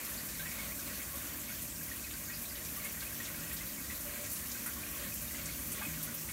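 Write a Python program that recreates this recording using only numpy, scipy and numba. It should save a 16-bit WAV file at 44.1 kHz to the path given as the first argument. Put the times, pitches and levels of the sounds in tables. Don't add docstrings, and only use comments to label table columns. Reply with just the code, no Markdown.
import sys
import numpy as np
from scipy import signal
from scipy.fft import rfft, irfft, next_fast_len
from scipy.io import wavfile
from scipy.ndimage import uniform_filter1d
from numba import njit

SR = 44100
rng = np.random.default_rng(int(sys.argv[2]) if len(sys.argv) > 2 else 0)


def wav_record(signal):
    frames = np.transpose(np.atleast_2d(signal))
    bounded = np.clip(frames, -1, 1)
    quanta = np.round(bounded * 32767).astype(np.int16)
    wavfile.write(sys.argv[1], SR, quanta)


N = 278712


def undb(db):
    return 10 ** (np.asarray(db) / 20)


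def unit(x):
    return x / np.sqrt(np.mean(x ** 2))


@njit
def bandpass(x, hz, width_hz):
    out, band, low = np.empty(len(x)), 0., 0.
    g, damping = np.tan(np.pi * hz / SR), width_hz / hz
    for i in range(len(x)):
        v = (band + g * (x[i] - low)) / (1 + g * (g + damping))
        band, low = 2 * v - band, low + 2 * g * v
        out[i] = damping * v
    return out


def steep_band(x, hz, width_hz):
    return bandpass(bandpass(x, hz, width_hz), hz, width_hz)


def colour(x, curve):
    hz, db = np.transpose(curve)
    size = next_fast_len(len(x))
    bin_hz = np.maximum(np.arange(size // 2 + 1) * SR / size, 1)
    gain = undb(np.interp(np.log(bin_hz), np.log(hz), db))
    return irfft(rfft(x, size) * gain, size)[:len(x)]


def wander(rate_hz):
    hold = int(SR / rate_hz)
    steps = np.repeat(rng.standard_normal(N // hold + 1), hold)
    return 1.3 * uniform_filter1d(uniform_filter1d(steps, hold), hold)[:N]


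def drops(scatter_db):
    return rng.standard_normal(N) * undb(scatter_db * np.minimum(rng.exponential(size=N), 4))


def flicker(x, low_hz, bands, shared_db, own_db, rate_hz):
    swell_db = shared_db * wander(rate_hz)
    bin_hz = np.maximum(np.arange(N // 2 + 1) * SR / N, 1)
    position = np.clip(3 * np.log2(bin_hz / low_hz), 0, bands - 1)
    spectrum, out = rfft(x), np.zeros(N)
    for k in range(bands):
        band = irfft(spectrum * np.maximum(1 - abs(position - k), 0), N)
        out += undb(swell_db + own_db * wander(rate_hz)) * band
    return out


def bubbles(rows, glide):
    out = np.zeros(N + SR)
    for start, db, hz, cycles in rows:
        turns = np.arange(int(3 * cycles / hz * SR)) * hz / SR
        envelope = (1 - np.exp(-turns / 3.2)) * np.exp(-2 * turns / cycles)
        phase = 2 * np.pi * turns * (1 - glide / 2 + glide * turns / (2 * cycles))
        i = int(start * SR)
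        out[i:i + len(turns)] += undb(db) * envelope * np.sin(phase)
    return out[:N]


def bursts(rows, rise_s):
    out = np.zeros(N + SR)
    for start, db, hz, decay_s, relative_width in rows:
        t = np.arange(min(int(6 * decay_s * SR), SR // 8)) / SR
        noise = rng.standard_normal(SR // 8)[:len(t)]
        cloud = unit(steep_band(noise, hz, relative_width * hz)) / 3
        envelope = (1 - np.exp(-t / rise_s)) * np.exp(-t / decay_s)
        i = int(start * SR)
        out[i:i + len(t)] += undb(db) * envelope * cloud
    return out[:N]


def spray(level_db):
    # frequency in Hz, gain in dB.
    spray_curve = [(1650, -7), (2800, -30), (4530, -4.5), (4980, -4.5), (6170, 0), (9430, 0.5), (10300, 1),
                   (12700, 3.5), (14400, 3.5), (15700, -1)]
    hiss = flicker(drops(scatter_db=2.0), low_hz=2820, bands=9, shared_db=0.28, own_db=1.0, rate_hz=22)
    return undb(level_db) * unit(colour(hiss, spray_curve))


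def pool(level_db):
    # frequency in Hz, gain in dB.
    patter_curve = [(210, -27), (360, -1), (440, -4), (598, 4), (795, -11.5), (1090, -3.5), (1850, -2.5),
                    (2830, -3), (4500, -7.5), (5850, -21), (9900, -120)]
    patter = flicker(drops(scatter_db=0.5), low_hz=350, bands=12, shared_db=1.64, own_db=1.2, rate_hz=11)
    return undb(level_db) * unit(colour(patter, patter_curve))


def drumming(level_db):
    # centre in Hz, width in Hz, gain in dB.
    tub_modes = [(53.5, 15.3, 0.5), (65.8, 14.3, 1), (75.7, 13, -1), (101.7, 21.4, -2), (119.6, 10, -16.5),
                 (137, 33, -7), (158.6, 12.4, 1.5), (201, 15.7, -1), (222.7, 15.8, -5), (236.3, 15.5, 0),
                 (277.1, 40.5, -5), (297.7, 16.3, -5), (343.7, 32, -9.5), (590, 41, -16)]
    # start in seconds, level in dB,
    # pitch in Hz, length in cycles.
    hums = [(1.14, -39, 560, 13), (4.05, -45, 580, 62), (4.19, -47.5, 585, 95), (5.86, -33.5, 295, 10),
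            (5.87, -39, 159, 42)]
    rumble = sum(undb(db) * steep_band(drops(scatter_db=1.5), hz, width) for hz, width, db in tub_modes)
    return undb(level_db) * unit(rumble) + bubbles(hums, glide=0)


def splashes():
    # start in seconds, level in dB, centre in Hz.
    slaps = [(0.047, -28, 11600), (0.096, -30, 12800), (0.252, -33, 11800), (0.285, -35, 5230),
             (0.508, -36, 6300), (0.512, -33, 11500), (0.793, -32, 6400), (1.155, -29, 13900),
             (1.618, -27, 11500), (1.674, -35, 6600), (1.83, -28, 13700), (2.104, -35.5, 3080),
             (2.417, -28, 13000), (2.553, -34, 3600), (2.647, -32, 6290), (2.761, -29, 14100),
             (2.844, -26.5, 10700), (2.916, -29, 14200), (3.004, -35.5, 3730), (3.144, -39, 6500),
             (3.247, -32, 6340), (3.251, -37, 3300), (3.528, -28.5, 12700), (3.566, -33.5, 5200),
             (3.958, -36, 13100), (4.007, -31, 9920), (4.242, -34, 6500), (4.298, -29, 13000),
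             (4.313, -24, 12600), (4.331, -28, 11500), (4.357, -34, 5810), (4.458, -30, 12100),
             (4.514, -31, 6600), (4.661, -26, 11200), (4.731, -30, 13600), (4.908, -33, 12400),
             (4.97, -37, 9000), (5.138, -26, 12800), (5.215, -28, 13100), (5.309, -31, 12700),
             (5.456, -28, 7440), (5.666, -29, 13300), (5.716, -25.5, 11000), (6.027, -24, 12000),
             (6.14, -26, 14000)]
    decay_s = 0.017
    gushes = [(start, db, hz, decay_s, (hz / 7800) ** 0.7) for start, db, hz in slaps]
    splatters = [(when * N / SR, -52 + 8.4 * bright + 9.7 * force, 3200 * 3.7 ** bright,
                  0.0077 + 0.02 * length, 0.25) for when, force, bright, length in rng.random((280, 4))]
    return bursts(gushes, rise_s=0.0016) + bursts(splatters, rise_s=0.0006)


def plops(fizz_db):
    # start in seconds, bubble level in dB, pitch in Hz,
    # splat level against the bubble in dB.
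    fat_drops = [(0.119, -37, 1767, -5), (0.289, -40, 1760, -6), (0.395, -36, 1574, -1),
                 (0.425, -38, 1710, 0), (0.455, -33.5, 1863, 2), (0.511, -39, 2290, 4),
                 (0.59, -37.5, 2200, -5), (1.0, -41, 2170, 1), (1.137, -42, 1110, 2),
                 (1.244, -42, 1750, -3), (1.49, -37.5, 2250, 0), (1.913, -34.5, 1850, -5),
                 (2.043, -40.5, 2500, -3), (2.296, -38, 1890, 4.5), (2.77, -41, 1166, -7),
                 (2.85, -34, 2150, -2), (3.019, -36, 1590, -1), (3.065, -39, 2520, -8),
                 (3.2, -34.5, 1860, -2), (3.25, -42, 1610, 3), (3.509, -39, 1880, 2),
                 (3.607, -35.5, 2074, 0.5), (3.782, -41, 2160, -4), (3.843, -42, 1880, 0),
                 (3.9, -36, 2020, 2.5), (4.237, -41, 2370, 5), (4.551, -41, 1550, -3),
                 (4.66, -34.5, 1420, 4), (4.765, -41.5, 1120, -1), (4.834, -37, 2430, -4),
                 (5.119, -39, 2534, -3), (5.345, -35, 2070, 2), (5.384, -41, 2385, 5),
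                 (5.489, -38, 2150, -2), (5.78, -40, 2000, 1), (5.81, -37.5, 857, -6),
                 (5.815, -32, 1608, -0.5), (5.82, -39, 1190, 0), (5.824, -40, 2510, 2),
                 (5.849, -34, 2510, -3), (5.885, -42, 2040, 4), (5.935, -39, 2410, 0),
                 (6.074, -38.5, 1460, -4), (6.287, -40, 2000, 7)]
    ring_cycles, splat_decay_s, splat_width = 24.5, 0.025, 0.9
    swarm = [(when * N / SR, 4.7 * force ** 2, 1400 * 5.0 ** pitch, 8 + 22 * length)
             for when, force, pitch, length in rng.random((800, 4))]
    weak_drops = [(when * N / SR, -39.5 - 12 * softness, 1490 * (2485 / 1490) ** pitch, -6)
                  for when, softness, pitch in rng.random((24, 3))]
    hits = np.vstack([fat_drops, weak_drops])
    trapped_air = bubbles([(start, db, hz, ring_cycles) for start, db, hz, _ in hits], glide=0.018)
    splats = bursts([(start, db + splat_db, hz, splat_decay_s, splat_width)
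                     for start, db, hz, splat_db in hits], rise_s=0.0034)
    fizz = undb(fizz_db) * unit(bubbles(swarm, glide=0.095))
    return fizz + trapped_air + splats


def tiles(x, t60_s=0.13, wet_db=-7.5):
    t = np.arange(int(t60_s * SR)) / SR
    decay = np.exp(-np.log(1000) * t / t60_s) * (t > 0.003)
    tail = rng.standard_normal(SR)[:len(t)] * decay
    tail /= np.sqrt(np.sum(tail ** 2))
    return x + undb(wet_db) * signal.fftconvolve(x, tail)[:N]


def stall(water, direct_db=-3, ring_db=-8.5):
    # centre in Hz, width in Hz, relative gain in dB.
    air_modes = [(927, 11, 6), (1103, 69, 4.5), (1540, 54, -34), (1596, 19, 6.5), (1785, 24, 4),
                 (1923, 19, 10), (2038, 50, 2), (2196, 42, 5.5), (2389, 93, 4), (2533, 43, 2)]
    ringing = sum(undb(db) * bandpass(water, hz, width) for hz, width, db in air_modes)
    return undb(direct_db) * water + undb(ring_db) * ringing


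def scene():
    # time in seconds, then faders in dB for spray, pool, drumming.
    flow = [(0.0, -42, -50, -50), (0.6, -41.5, -50, -50), (1.4, -42.5, -50, -49.5),
            (2.1, -42.5, -51, -50.5), (2.9, -42, -49.5, -50), (3.7, -42, -50.5, -48),
            (4.4, -41.5, -50, -51), (4.999, -41.5, -49, -48.5), (5.6, -41, -50, -48), (6.32, -42, -51, -50)]
    times, *faders = np.transpose(flow)
    spray_db, pool_db, drum_db = (np.interp(np.arange(N) / SR, times, fader) for fader in faders)
    water = pool(pool_db) + tiles(plops(fizz_db=pool_db - 7))
    mono = spray(spray_db) + tiles(splashes()) + stall(water) + drumming(drum_db)
    return np.array([mono, mono])


def record(dry):
    # centre in Hz, width in Hz, depth from 0 to 1.
    port_dips = [(4990, 170, 0.6), (8320, 350, 0.26), (10400, 560, 0.59)]
    low_cut_hz, high_cut_hz = 42, 15765
    mono = signal.sosfilt(signal.butter(4, low_cut_hz, "high", fs=SR, output="sos"), dry[0])
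    for hz, width, depth in port_dips:
        mono = mono - depth * bandpass(mono, hz, width)
    mono = signal.sosfilt(signal.ellip(18, 0.1, 80, high_cut_hz, fs=SR, output="sos"), mono)
    return np.array([mono, mono])


dry = scene()
out = record(dry)
wav_record(out)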